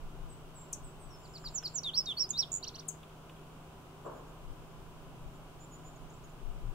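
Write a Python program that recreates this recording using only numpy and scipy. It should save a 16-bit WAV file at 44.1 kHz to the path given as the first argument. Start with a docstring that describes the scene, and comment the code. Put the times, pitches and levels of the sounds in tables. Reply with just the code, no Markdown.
"""Bunting in tall weeds

A bunting's syrinx whistles paired slurs and arches, then a buzz and a short rattle. Other small birds
chip, whistle and trill further off; the stems scatter the notes. Faint dry ticks fall in and after the song.
Behind lie distant traffic, an engine's hum and one far thud. Light wind rumbles on the microphones
and gusts hardest at the end."""
import sys
import numpy as np
from scipy import signal
from scipy.fft import rfft, irfft, next_fast_len
from scipy.io import wavfile
from scipy.ndimage import uniform_filter1d

SR = 44100
rng = np.random.default_rng(int(sys.argv[2]) if len(sys.argv) > 2 else 0)


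def transcribe(u):
    """Save the signal u as a 16-bit wav file named by the first command-line argument.

    u: samples, shape (n,) or (channels, n), limited to [-1, 1]; the rate is SR.
    q: integer samples, one column per channel.
    """
    v = np.clip(np.atleast_2d(u).T, -1, 1)
    q = np.round(v * 32767).astype(np.int16)
    wavfile.write(sys.argv[1], SR, q)


N = 297234
T = np.arange(N) / SR
FFT_SIZE = next_fast_len(N, True)
FREQS = np.fft.rfftfreq(FFT_SIZE, 1 / SR)


def undb(db):
    """Decibels to gain."""
    return 10 ** (np.asarray(db) / 20)


def curve(rows, x):
    """Two-column table, interpolated linearly at x."""
    return np.interp(x, *np.transpose(rows))


def unit(x):
    """Scale to rms 1."""
    return x / np.sqrt(np.mean(x ** 2))


def filtered(x, gain):
    """Apply a gain per frequency."""
    return irfft(rfft(x, FFT_SIZE) * gain, FFT_SIZE)[..., :N]


def colour(x, spectrum):
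    """Filter by rows of f/Hz, gain/dB."""
    hz, db = np.transpose(spectrum)
    return filtered(x, undb(np.interp(np.log(FREQS + 1), np.log(hz), db)))


def noise(spectrum, channels=2):
    """Independent noises of one colour, rms 1."""
    return unit(colour(rng.standard_normal((channels, N)), spectrum))


def narrow(hz, width_hz, channels=1):
    """Gaussian band of noise, rms 1."""
    band = np.exp(-((FREQS - hz) / width_hz) ** 2 / 2)
    return unit(filtered(rng.standard_normal((channels, N)), band))


def walk(rate_hz):
    """Slow random drift, rms 1."""
    hold = int(SR / rate_hz)
    steps = np.repeat(rng.standard_normal(N // hold + 1), hold)
    return unit(uniform_filter1d(uniform_filter1d(steps, hold), hold)[:N])


def jitter(n, smooth_samples):
    """Fast random flutter, rms 1."""
    return unit(uniform_filter1d(rng.standard_normal(n), smooth_samples))


def pan(db):
    """Stereo gains for a left-minus-right level."""
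    return undb(np.array([[1], [-1]]) * db / 2)


def add(track, start_s, x):
    """Mix x into track at start_s."""
    i = int(start_s * SR)
    track[..., i:i + x.shape[-1]] += x[..., :max(N - i, 0)]


def scatter(x, t60_s, db):
    """Dense weak echoes off stems and leaves, different at each microphone."""
    t = np.arange(SR // 2) / SR
    build_up = 1 - np.exp(-t / .0012)
    echoes = rng.standard_normal((2, len(t))) * np.exp(-np.log(1000) * t / t60_s) * build_up
    echoes /= np.sqrt(np.sum(echoes ** 2, axis=1, keepdims=True))
    return undb(db) * signal.fftconvolve(np.atleast_2d(x), echoes, axes=1)[:, :N]


# traffic, leaves and hiss: f/Hz, relative density/dB
AIR_SPECTRUM = [(30, 5.5), (110, 1.5), (250, -1), (390, -0.5), (500, -5), (1100, -6), (1450, -10.5),
                (1850, -22), (2300, -19.5), (2950, -17), (4200, -26.5), (8000, -27.5), (11300, -31.5),
                (15000, -31)]
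# stereo width: f/Hz, side minus mid/dB
AIR_WIDTH = [(60, -41), (160, -12), (380, -8.5), (1300, -5), (2400, 1), (15000, 0.5)]
# traffic drone: f/Hz, width/Hz, rms level/dB
DRONE_BANDS = [(263.5, 7.6, -71.5), (386.2, 12.7, -68.5), (685, 80, -68), (1006, 20, -70.5)]


def traffic_and_leaves(mid_db=-54):
    """Far traffic and leaves: centred lows, wide hiss, a faint tonal drone."""
    mid, side = noise(AIR_SPECTRUM)
    side = colour(side, AIR_WIDTH)
    drone = sum(undb(db) * narrow(hz, width_hz) for hz, width_hz, db in DRONE_BANDS)
    return undb(mid_db) * np.array([mid + side, mid - side]) + drone


# engine hum: f/Hz, rms level/dB
ENGINE_LINES = [(129.5, -64), (157.7, -58.5)]


def engine(drift=0.00408, flutter_db=1.63):
    """Two low lines of a far engine, wavering on their way through the air."""
    hum = np.zeros(N)
    for hz, db in ENGINE_LINES:
        amplitude = np.sqrt(2) * undb(db + flutter_db * walk(8.3))
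        phase = 2 * np.pi * np.cumsum(hz * (1 + drift * walk(9))) / SR
        hum += amplitude * np.sin(phase)
    return hum


# breeze: t/s, level/dB
BREEZE_LEVELS = [(0, -57), (.8, -57), (2, -62.5), (3.8, -65), (4.6, -53.5), (5.8, -57.5), (6.7, -56)]
# gusts: peak t/s, length/s, level/dB, L-R/dB
WIND_GUSTS = [(0.053, .08, -42, 4), (.21, 0.15, -45.5, 7.5), (.86, .06, -49.5, -3),
              (1.06, 0.067, -54.5, 19), (1.48, .07, -52, 8), (4.5, .06, -46, 16), (5.25, 0.063, -48.5, 16),
              (6.04, 0.049, -51, -12), (6.504, 0.12, -42.5, 14.5), (6.668, 0.058, -37, 21)]
# buffeting: f/Hz, relative density/dB
WIND_SPECTRUM = [(8, -18), (20, 8.5), (35, 9.5), (55, -18.5), (120, -10), (300, -50), (2000, -95)]


def wind():
    """Eddies buffet each microphone separately: a light breeze plus brief gusts."""
    power = undb(curve(BREEZE_LEVELS, T)) ** 2
    for peak_s, length_s, db, pan_db in WIND_GUSTS:
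        bell = np.exp(-(2 * (T - peak_s) / length_s) ** 2)
        power = power + (undb(db) * pan(pan_db)) ** 2 * bell
    return noise(WIND_SPECTRUM) * np.sqrt(power)


# overtones: f/Hz, level re fundamental/dB
SYRINX_OVERTONES = [(7000, -31.5), (9000, -38), (11000, -29.5), (12500, -28.5), (14000, -26), (15500, -31)]


def syrinx(hz, db, harsh_db=0, waver=0.012, rasp_rad=0.45):
    """A bird's voice: a nearly pure, wavering tone with weak, raspy overtones."""
    wavering_hz = hz * (1 + waver * jitter(len(hz), 60))
    phase = 2 * np.pi * np.cumsum(wavering_hz) / SR
    rasp = rasp_rad * jitter(len(hz), 30)
    tone = np.sin(phase)
    for k in (2, 3):
        gain = undb(curve(SYRINX_OVERTONES, k * hz) + harsh_db) * (k * hz < SR / 2)
        tone += gain * np.sin(k * phase + rasp)
    return tone * undb(db) * signal.windows.tukey(len(hz), .08)


def swell_db(t, attack_s, release_s, depth_db=15.5):
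    """Attack, hold and release of a note."""
    attack = np.maximum(1 - t / attack_s, 0)
    release = np.maximum(1 - (t[-1] - t) / release_s, 0)
    return -depth_db * (attack + release)


def calls(rows, settle, attack_share, release_share, harsh_db=0, waver=0.012):
    """Simple calls: the pitch leaves its start quickly and settles on its end."""
    track = np.zeros((2, N))
    for start_s, length_s, start_hz, end_hz, db, pan_db in rows:
        t = np.arange(int(length_s * SR)) / SR
        to_go = (np.exp(-settle * t / length_s) - np.exp(-settle)) / (1 - np.exp(-settle))
        hz = end_hz + (start_hz - end_hz) * to_go
        level_db = db + swell_db(t, attack_share * length_s, release_share * length_s)
        add(track, start_s, pan(pan_db) * syrinx(hz, level_db, harsh_db, waver))
    return track


# thin whistles: t/s, length/s, start f/Hz, end f/Hz, relative level/dB, L-R/dB
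WHISTLE_CALLS = [ (.285, 0.055, 8750, 7850, -56.5, 5), (.541, .09, 8500, 7400, -51.5, 0),
                 (.825, 0.073, 8870, 7670, -54.5, 0), (.987, 0.078, 9200, 7880, -58, -2),
                 (1.086, .085, 6170, 5250, -58.5, 0), (4.05, .033, 6950, 7570, -64.5, -8),
                 (4.14, .061, 6500, 7100, -69, -7), (4.265, .046, 6300, 6900, -72, -7),
                 (5.335, .04, 6630, 7300, -69, -3), (5.591, .068, 6700, 7220, -57.5, -7),
                 (5.711, 0.05, 6700, 7000, -55, -6), (5.837, .06, 6530, 7120, -56.5, -5),
                 (5.955, 0.017, 6400, 6900, -61, -5), (6.097, 0.013, 5400, 7150, -59.5, -7),
                 (6.134, 0.014, 6260, 7600, -59, -5), (6.238, 0.014, 5640, 7100, -58, -4),
                 (6.29, .015, 6200, 7400, -64, -3)]


def far_whistles(gain_db=-3):
    """Birds deep in the weeds; much of their sound arrives scattered."""
    direct = calls(WHISTLE_CALLS, settle=3.2, attack_share=0.27, release_share=0.12)
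    echoes = scatter(direct, t60_s=0.057, db=-2.5) + scatter(direct, t60_s=0.45, db=-4)
    return undb(gain_db) * (direct + echoes)


# sharp chips: t/s, length/s, start f/Hz, end f/Hz, level/dB, L-R/dB
CHIP_CALLS = [(.7275, 0.0084, 11100, 5550, -27, 2), (2.8810, .013, 10550, 6060, -28, 6)]


def chips():
    """A nearby bird's harsh downward sweeps, echoed by the stems."""
    direct = calls(CHIP_CALLS, settle=2.13, attack_share=0.57, release_share=0.5, harsh_db=9, waver=0.0087)
    return direct + scatter(direct, t60_s=.07, db=-2.5) + scatter(direct, t60_s=0.21, db=-7)


# trill: t/s, level/dB
TRILL_LEVELS = [(1.16, -83), (1.2, -68), (1.45, -65), (1.72, -66.5), (1.88, -80)]


def trill(flicker_db=0.3):
    """A distant thin trill, smeared by the thicket into a narrow band."""
    times_s, db = np.transpose(TRILL_LEVELS)
    envelope = np.interp(T, times_s, undb(db), left=0, right=0)
    return narrow(hz=7224, width_hz=270, channels=2) * envelope * undb(flicker_db * walk(70))


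# gestures by name: attack/s, release/s, pitch path of (t/s, f/Hz)
GESTURES = { "hook": (0.024, 0.0065, [(0, 5360), (.02, 4800), (.041, 3680)]),
            "flick": (0.0026, 0.0063, [(0, 6120), (.004, 5360), (.012, 4060)]),
            "slur": (0.013, 0.011, [(0, 7520), (.011, 7360), (.057, 5450)]),
            "dip": (0.0015, 0.011, [(0, 7550), (.005, 4970), (.012, 3940), (.06, 3420), (.077, 2770)]),
            "arch": (0.008, 0.011, [(0, 2920), (.01, 4190), (.038, 5410), (.05, 5535), (.063, 5450),
            (.092, 4880)]), "wave": (0.01, 0.013, [(0, 4330), (.016, 4420), (.031, 5300), (.052, 5590),
            (.074, 4900), (.09, 4970)]), "tick": (0.016, 0.01, [(0, 5600), (.007, 8430), (.014, 7280),
            (.022, 6450), (.03, 6400)]), "bow": (0.042, 0.012, [(0, 3890), (.013, 3560), (.042, 4050),
            (.06, 5470), (.071, 5620), (.081, 5400), (.094, 4050), (.116, 2946)]),
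            "rattle": (0.003, 0.0027, [(0, 3700), (.013, 4630), (.0185, 6260), (.023, 4470), (.03, 2960)]),
            "burr": (.004, 0.0043, [(0, 2600), (.007, 3280), (.017, 2650)]), }
# how loud each pitch of the song arrives at the microphones: f/Hz, gain/dB
LEVEL_BY_PITCH = [(3000, 0.5), (3500, 3), (3950, -5), (4700, 3), (5200, 0), (5550, 1), (6100, -5),
                  (6500, -9), (6900, -0.5), (7500, -11.5)]


def syllable(gesture, pitch_ratio, waver=0.0041, shimmer_db=1.12, sweep_loss_db=12, half_loss_hz_s=240000):
    """One syrinx gesture: muscles round its corners; it weakens while the pitch moves fast."""
    attack_s, release_s, path = GESTURES[gesture]
    t = np.arange(int(path[-1][0] * SR)) / SR
    hz = pitch_ratio * uniform_filter1d(curve(path, t), size=90, mode="nearest")
    sweep_hz_s = np.abs(np.gradient(hz)) * SR
    db = swell_db(t, attack_s, release_s) + curve(LEVEL_BY_PITCH, hz)
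    db -= sweep_loss_db * sweep_hz_s / (sweep_hz_s + half_loss_hz_s)
    db += shimmer_db * jitter(len(t), 120)
    return syrinx(hz, db, waver=waver)


# whistled phrase: t/s, gesture, pitch ratio, gain/dB
PHRASE_NOTES = [ (1.233, "hook", 0.98, -56.5), (1.337, "hook", 0.99, -43.5), (1.442, "hook", 0.97, -36.5),
                (1.538, "slur", 0.997, -33.5), (1.634, "hook", 1.01, -32), (1.739, "slur", 1.003, -32.5),
                (1.831, "dip", 0.98, -36), (1.932, "arch", 1, -33.5), (2.056, "dip", 0.982, -35.5),
                (2.166, "wave", 1.011, -34), (2.29, "tick", .994, -25.5), (2.329, "bow", 1, -33)]


def phrase(flick_delay_s=.0415, flick_ratio=.96, flick_db=-4):
    """The bunting's whistled syllables; a quick flick ends each hook."""
    voice = np.zeros(N)
    for start_s, gesture, pitch_ratio, db in PHRASE_NOTES:
        add(voice, start_s, undb(db) * syllable(gesture, pitch_ratio))
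        if gesture == "hook":
            flick = syllable("flick", flick_ratio * pitch_ratio)
            add(voice, start_s + flick_delay_s, undb(db + flick_db) * flick)
    return voice


def buzz(start_s=2.5155, scoops=7, rate_hz=96, low_hz=6830, swing_hz=2390, peak_db=-32.5, throb_db=25):
    """Fast scoops of pitch, each loudest at its bottom, swelling and fading as a whole."""
    turns = np.arange(int(scoops / rate_hz * SR)) / SR * rate_hz
    tension = 1 - np.abs(np.sin(np.pi * turns))
    arch_db = -9 * (2 * (turns / scoops - .4)) ** 2
    voice = np.zeros(N)
    add(voice, start_s, syrinx(low_hz + swing_hz * tension, peak_db + arch_db - throb_db * tension))
    return voice


# stroke pairs: t/s, gain/dB
RATTLE_PAIRS = [(2.625, -37.5), (2.74, -44)]


def rattle(spacing_s=0.041, burr_delay_s=0.014, burr_db=-8.5):
    """The song's close: paired strokes, a low burr under the first of each pair."""
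    voice = np.zeros(N)
    for start_s, db in RATTLE_PAIRS:
        for stroke_s in (start_s, start_s + spacing_s):
            add(voice, stroke_s, undb(db) * syllable("rattle", pitch_ratio=1.02, waver=0.02))
        add(voice, start_s + burr_delay_s, undb(db + burr_db) * syllable("burr", pitch_ratio=0.98))
    return voice


# bunting at the right microphone: f/Hz, R-L/dB
RIGHT_RESPONSE = [(3600, 2), (4750, 1.5), (5100, -2), (5500, 10.5), (6000, 10), (6800, 8.5), (7600, 7.5)]


def bunting(left_lag_s=.000042):
    """The near singer, slightly right, with echoes from close stems and the wider thicket."""
    voice = phrase() + buzz() + rattle()
    left = filtered(voice, np.exp(-2j * np.pi * FREQS * left_lag_s))
    direct = np.array([left, colour(voice, RIGHT_RESPONSE)])
    stems = scatter(direct.mean(axis=0), t60_s=0.081, db=-6.5)
    thicket = scatter(voice, t60_s=0.3, db=-14.5)
    return direct + stems + thicket


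# ticks: t/s, level/dB, knock share/0-1
TICK_EVENTS = [(1.439, -52.5, 0.94), (1.625, -49, 0.4), (2.825, -61, 0.1), (3.028, -55.5, 0.06),
               (3.094, -64, 0.1), (3.293, -54, 0.38), (3.361, -62, 0.14)]
# dry click: f/Hz, relative density/dB
CLICK_SPECTRUM = [(1500, -30), (2500, 1.5), (3500, -1), (4200, -22), (9000, -24)]


def ticks(rise_s=0.0038):
    """Soft dry ticks, centred, some with a duller knock."""
    t = np.arange(SR // 20) / SR
    pulse = t / rise_s * np.exp(1 - t / rise_s)
    click, knock = np.zeros((2, N))
    for start_s, db, knock_share in TICK_EVENTS:
        add(click, start_s, undb(db) * (1 - knock_share) * pulse)
        add(knock, start_s, undb(db) * knock_share * pulse)
    return click * noise(CLICK_SPECTRUM, channels=1) + knock * narrow(hz=1410, width_hz=350)


# thud: f/Hz, relative density/dB
THUD_SPECTRUM = [(120, -27), (350, 5), (600, 8), (800, 0), (1100, 4), (1350, -4), (1750, -14.5),
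                 (2200, -47)]


def thud(start_s=4.043, rise_s=.02, t60_s=0.77, gain_db=-41.5, side_db=-6):
    """A far bang, dulled by distance and drawn out by the land."""
    age_s = np.maximum(T - start_s, 0)
    envelope = np.minimum(age_s / rise_s, 1) * np.exp(-np.log(1000) * age_s / t60_s)
    mid, side = noise(THUD_SPECTRUM)
    return undb(gain_db) * envelope * (mid + undb(side_db) * np.array([side, -side]))


def scene():
    """Birds in front, the land behind, wind on the microphones."""
    background = traffic_and_leaves() + engine() + wind()
    return background + far_whistles() + chips() + trill() + bunting() + ticks() + thud()


def record(dry):
    """Steep low-pass at 15650 Hz."""
    return signal.sosfilt(signal.ellip(10, .1, 70, 15650, fs=SR, output="sos"), dry)


dry = scene()
out = record(dry)
transcribe(out)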